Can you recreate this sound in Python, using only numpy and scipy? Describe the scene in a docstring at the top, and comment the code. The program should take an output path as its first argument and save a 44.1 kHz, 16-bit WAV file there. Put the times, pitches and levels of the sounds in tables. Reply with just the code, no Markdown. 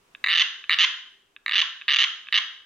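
"""Tree frog in a hard-walled room

A small frog, close by, gives five short rasping croaks. Each is a string of uneven runs of double
clicks from the larynx that ring the throat and vocal sac, brighter as the effort grows, and ends in
a brief buzz, one of them faint. Soft ticks lead in; the room rings on over a quiet hum."""
import sys
import numpy as np
from scipy import signal
from scipy.fft import rfft, irfft
from scipy.io import wavfile
from scipy.ndimage import uniform_filter1d, minimum_filter1d

SR = 44100
rng = np.random.default_rng(int(sys.argv[2]) if len(sys.argv) > 2 else 0)


def master(y):
    """Save y as 16-bit WAV."""
    cut = np.clip(np.atleast_2d(y).T, -1, 1)
    pcm = np.round(cut * 32767)  # scale
    wavfile.write(sys.argv[1], SR, pcm.astype(np.int16))


N = 116865
FROG_GAIN_DB, CLICK_SCATTER_DB = 13, .8
LOW_CUT_HZ, SLACK_TOP_HZ, TAUT_TOP_HZ = 1000, 4340, 7540


def undb(db):
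    """Decibels to gain."""
    return 10 ** (np.asarray(db) / 20)


def along(points, hz):
    """Interpolate a spectrum table over log frequency."""
    knots_hz, values = np.array(points).T
    return np.interp(np.log(hz), np.log(knots_hz), values)


def bins(size):
    """FFT bin frequencies, floored at 1 Hz."""
    return np.maximum(np.arange(size // 2 + 1) * SR / size, 1)


def resonance(hz, centre_hz, width_hz):
    """Response of one damped resonance."""
    return 1 / (1 + 1j * (hz ** 2 - centre_hz ** 2) / (hz * width_hz))


def ring(hz, modes):
    """Resonances summed with alternating signs."""
    return sum((-1) ** k * undb(db) * resonance(hz, centre_hz, width_hz)
               for k, (centre_hz, width_hz, db) in enumerate(modes))


def rolloff(ratio, kind, order):
    """Maximally flat filter response; ratio is frequency over corner."""
    return signal.freqs(*signal.butter(order, 1, kind, analog=True), ratio)[1]


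def minimum_phase(db):
    """Quickest causal response with these levels."""
    cepstrum = irfft(np.log(undb(db)))
    half = len(cepstrum) // 2
    cepstrum[1:half] *= 2
    cepstrum[half + 1:] = 0
    return np.exp(rfft(cepstrum))


def diffuse(colour, side_db):
    """Stereo noise of given colour and width."""
    hz = bins(2 * N)
    mid, side = rfft(rng.standard_normal((2, 2 * N)))
    side = side * undb(along(side_db, hz))
    return irfft(np.array([mid + side, mid - side]) * undb(along(colour, hz)))[:, :N]


def add_pulse(out, start_s, db, response):
    """Mix in one impulse response at db + FROG_GAIN_DB, with sub-sample timing."""
    size = 2 * len(response) - 2
    first, fraction = divmod(start_s * SR, 1)
    delay = np.exp(-2j * np.pi * bins(size) * fraction / SR)
    out[int(first):int(first) + size] += undb(FROG_GAIN_DB + db) * irfft(response * delay)


# room noise spectrum (frequency [Hz], relative level [dB])
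NOISE_COLOUR = [(25, -10.5), (60, -17), (120, -14.5), (210, -13.5), (300, -12.5), (400, -12), (520, -15.5),
                (750, -17), (1100, -15), (1700, -19.5), (2800, -19), (4300, -25.5), (7500, -27),
                (16000, -37.5)]
# room noise width (frequency [Hz], side minus mid [dB])
NOISE_WIDTH = [(30, -22), (120, -9.5), (300, -6.5), (1000, 1), (8000, -2)]
# room noise envelope (time [s], level [dB])
NOISE_ENVELOPE = [(0, -65), (0.249, -61.5), (0.449, -67.5), (1.302, -69), (2.65, -69)]
def background(hum_hz=396.3, hum_relative_db=-12.5):
    """Quiet room noise with a wavering narrow-band hum."""
    air = diffuse(NOISE_COLOUR, NOISE_WIDTH)
    hum_band = resonance(bins(2 * N), hum_hz, width_hz=12) ** 2
    hum = irfft(rfft(rng.standard_normal(2 * N)) * hum_band)[:N]
    level_db = np.interp(np.arange(N) / SR, *np.array(NOISE_ENVELOPE).T)
    return undb(level_db) * (air / air.std() + undb(hum_relative_db) * hum / hum.std())


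# lead-in ticks (time [s], relative level [dB])
THROAT_TICKS = [(.149, -13.5), (0.64, -12.5), (1.3633, -16), (1.8128, -12.5), (1.819, -13.5),
                (2.2697, -16.5), (2.2857, -10)]
# tick resonances (centre [Hz], width [Hz], gain [dB])
TICK_RESONANCES = [(1150, 83, -7.5), (1656, 130, -0.5), (2593, 210, 3.5), (3674, 170, -1.5)]
def ticks(top_hz=3930):
    """Soft, dull ticks as the throat starts to move before each croak."""
    out, hz = np.zeros(N), bins(2048)
    band = rolloff(hz / LOW_CUT_HZ, "high", order=3) * rolloff(hz / top_hz, "low", order=14)
    tick = ring(hz, TICK_RESONANCES) * band
    for start_s, db in THROAT_TICKS:
        add_pulse(out, start_s, db, tick)
    return out


# throat and sac resonances (centre [Hz], width [Hz], slack gain [dB], taut gain [dB])
SAC_RESONANCES = [(1244, 296, -5.5, -12), (1839, 328, 2.5, -3.5), (2406, 272, 4.5, 0.5),
                  (2918, 228, -13.5, 6), (3510, 147, -12, 5), (3808, 267.4, -0.5, -1.5),
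                  (4443, 1100, -11, -11), (6445, 470, -31.5, -16), (734, 158, -22.5, -17.5)]
# dry snap of the folds (frequency [Hz], gain [dB])
SNAP_COLOUR = [(60, -58), (200, -39.5), (500, -31), (3000, -78.5), (6500, -30.5), (8500, -43),
               (11000, -39.5), (13500, -59.5), (16000, -50.5)]
def fold_flap(hz, effort, tuning, snap_effort_db=-15.5):
    """One flap rings throat and sac; effort (0-1) reweights modes, opens the treble, softens the snap."""
    modes = []
    for centre_hz, width_hz, slack_db, taut_db in SAC_RESONANCES:
        gain = undb(slack_db) * (1 - effort) ** 2 + undb(taut_db) * effort
        modes.append((centre_hz * tuning, width_hz, 20 * np.log10(gain)))
    top_hz = SLACK_TOP_HZ + (TAUT_TOP_HZ - SLACK_TOP_HZ) * effort ** 2.35
    band = rolloff(hz / LOW_CUT_HZ, "high", order=4) * rolloff(hz / top_hz, "low", order=12)
    snap = minimum_phase(along(SNAP_COLOUR, hz) + snap_effort_db * effort)
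    return ring(hz, modes) * band + snap


# sac tightening per croak
# (valid from [s], onset [s], time constant [s], relative taut level [dB], taut minus slack [dB])
CROAK_EFFORT = [(.2, 0.27, 0.056, 1, 3), (.65, 0.691, .045, 0, -3), (1.4, 1.479, 0.054, 0.5, 4.5),
                (1.83, 1.865, 0.036, -0.5, -4.5), (2.28, 2.307, 0.036, -0.5, -3.5)]
# runs of larynx clicks (start [s], length [s], clicks [count])
CLICK_RUNS = [ (.2408, .003, 2), (.2625, .0087, 2), (.2842, .0104, 3), (.2996, .0139, 4), (.3205, 0, 1),
              (.3283, .0102, 3), (.3503, .0122, 3), (.3742, .0123, 3), (.3958, .0137, 4), (.695, 0, 1),
              (.7054, .0114, 3), (.7243, .0182, 4), (.787, .012, 3), (.8047, .0133, 5), (.823, .0115, 3),
              (1.462, .0185, 2), (1.4936, .018, 2), (1.5203, 0, 1), (1.533, .0113, 3), (1.5555, .0148, 4),
              (1.5803, .0215, 5), (1.615, .0045, 2), (1.881, .015, 4), (1.9048, .0194, 4), (1.934, .011, 3),
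              (1.9608, .0062, 2), (1.9868, .0074, 3), (2.0025, .0212, 5), (2.0327, 0, 1), (2.3253, .006, 2),
              (2.3412, .0095, 3), (2.3565, .009, 3), (2.3753, .0037, 2)]
def rasps(flap_gap_s=.00102, gap_scatter=.04, second_flap_db=.5, jitter_s=.0003, pitch_scatter=.014):
    """Uneven runs of clicks, two fold flaps each; effort climbs through a croak and levels off."""
    out, hz = np.zeros(N), bins(2048)
    for start_s, length_s, count in CLICK_RUNS:
        croak = [row for row in CROAK_EFFORT if row[0] <= start_s][-1]
        _, onset_s, tighten_s, taut_db, swell_db = croak
        for k, at_s in enumerate(np.linspace(start_s, start_s + length_s, count)):
            slip, loud, tune, gap = rng.standard_normal(4)
            if 0 < k < count - 1:
                at_s += jitter_s * slip
            effort = 1 - np.exp(-max(at_s - onset_s, 0) / tighten_s)
            click_db = taut_db + swell_db * (effort - 1) + CLICK_SCATTER_DB * loud
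            flap = fold_flap(hz, effort, tuning=1 + pitch_scatter * tune)
            add_pulse(out, at_s - flap_gap_s / 2, click_db, flap)
            add_pulse(out, at_s + flap_gap_s * (.5 + gap_scatter * gap), click_db + second_flap_db, flap)
    return out


# closing buzzes (start [s], length [s], relative flap level [dB])
CLOSING_BUZZES = [(.415, .008, 0.5), (0.8381, .011, 0), (1.623, .005, -15.5), (2.0386, .006, -1),
                  (2.3825, 0.0041, -3.5)]
# low ring of the full sac (centre [Hz], width [Hz], gain [dB])
FULL_SAC_RESONANCES = [(667, 340, -29), (1042, 40, 0.5)]
def buzzes(flap_rate_hz=1027.8, jitter_periods=.047):
    """At the end of a croak the folds flap freely and the full sac rings low."""
    out, hz = np.zeros(N), bins(2048)
    flap = fold_flap(hz, effort=.959, tuning=.94)
    lowest_hz = FULL_SAC_RESONANCES[0][0]
    band = rolloff(hz / lowest_hz, "high", order=6) * rolloff(hz / SLACK_TOP_HZ, "low", order=4)
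    full_sac = ring(hz, FULL_SAC_RESONANCES) * band
    for start_s, length_s, db in CLOSING_BUZZES:
        times_s = np.arange(start_s, start_s + length_s, 1 / flap_rate_hz)
        for at_s, (slip, loud) in zip(times_s, rng.standard_normal((32, 2))):
            add_pulse(out, at_s + jitter_periods * slip / flap_rate_hz, db + CLICK_SCATTER_DB * loud, flap)
        add_pulse(out, start_s + length_s / 2, 0, full_sac)
    return out


# nearby surfaces (delay [s], gain [dB])
REFLECTIONS = [(.0066, -17), (.0092, -18)]
# microphone port balance (frequency [Hz], left minus right [dB])
PORT_BALANCE = [(700, 1), (1300, -5), (2400, 0.5), (3100, -3.5), (4200, -1.5), (6300, 2.5), (10000, -8)]
# phase between ports (frequency [Hz], right lag [rad])
PORT_LAG = [(1000, -0.5), (3000, 0.52), (4700, 0.5), (5200, 4.5), (5700, 6.5), (7500, 8), (10000, 11.5)]
def near_field(voice):
    """Direct sound and two close reflections at the two microphone ports."""
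    hz = bins(2 * N)
    paths = 1 + sum(undb(db) * np.exp(-2j * np.pi * hz * delay_s) for delay_s, db in REFLECTIONS)
    left = undb(along(PORT_BALANCE, hz) / 2)
    right = np.exp(-1j * along(PORT_LAG, hz)) / left
    return irfft(rfft(voice, 2 * N) * paths * np.array([left, right]))[:, :N]


# reverb spectrum (frequency [Hz], relative level [dB])
REVERB_COLOUR = [(300, 3), (700, -2.5), (1100, -2), (1550, 7.5), (2000, -5.5), (2900, -6), (3250, -1),
                 (4000, -7.5), (6300, -5), (11000, 0)]
# reverb width (frequency [Hz], side minus mid [dB])
REVERB_WIDTH = [(200, -29), (700, -24.5), (1300, -5), (2400, -8), (4400, 0.5), (8000, 1)]
def room(voice, delay_s=.0076, build_s=.0055, t60_s=.53, gain_db=-5):
    """Hard walls return a diffuse ring that builds quickly and dies in half a second."""
    age_s = np.maximum(np.arange(N) / SR - delay_s, 0)
    envelope = (1 - np.exp(-age_s / build_s)) * np.exp(-np.log(1000) * age_s / t60_s)
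    tail = diffuse(REVERB_COLOUR, REVERB_WIDTH) * envelope / np.linalg.norm(envelope)
    return undb(gain_db) * signal.fftconvolve(tail, voice[None], axes=1)[:, :N]


def scene(tick_send_db=-9.5):
    """Close frog, room and background; the ticks reach the room less than the voice does."""
    lead_in = ticks()
    voice = rasps() + buzzes()
    return near_field(voice + lead_in) + room(voice + undb(tick_send_db) * lead_in) + background()


def record(dry, ceiling_db=-4.5, lookahead_s=.002, top_hz=16200):
    """Look-ahead peak limiter, then a steep low-pass."""
    peak = np.abs(dry).max(axis=0)
    wanted_gain = np.minimum(1, undb(ceiling_db) / (peak + 1e-9))
    ahead = int(lookahead_s * SR)
    gain = uniform_filter1d(minimum_filter1d(wanted_gain, 2 * ahead), ahead)
    lowpass = signal.ellip(8, .2, 70, top_hz, fs=SR, output="sos")
    return signal.sosfilt(lowpass, dry * gain)


dry = scene()
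out = record(dry)
master(out)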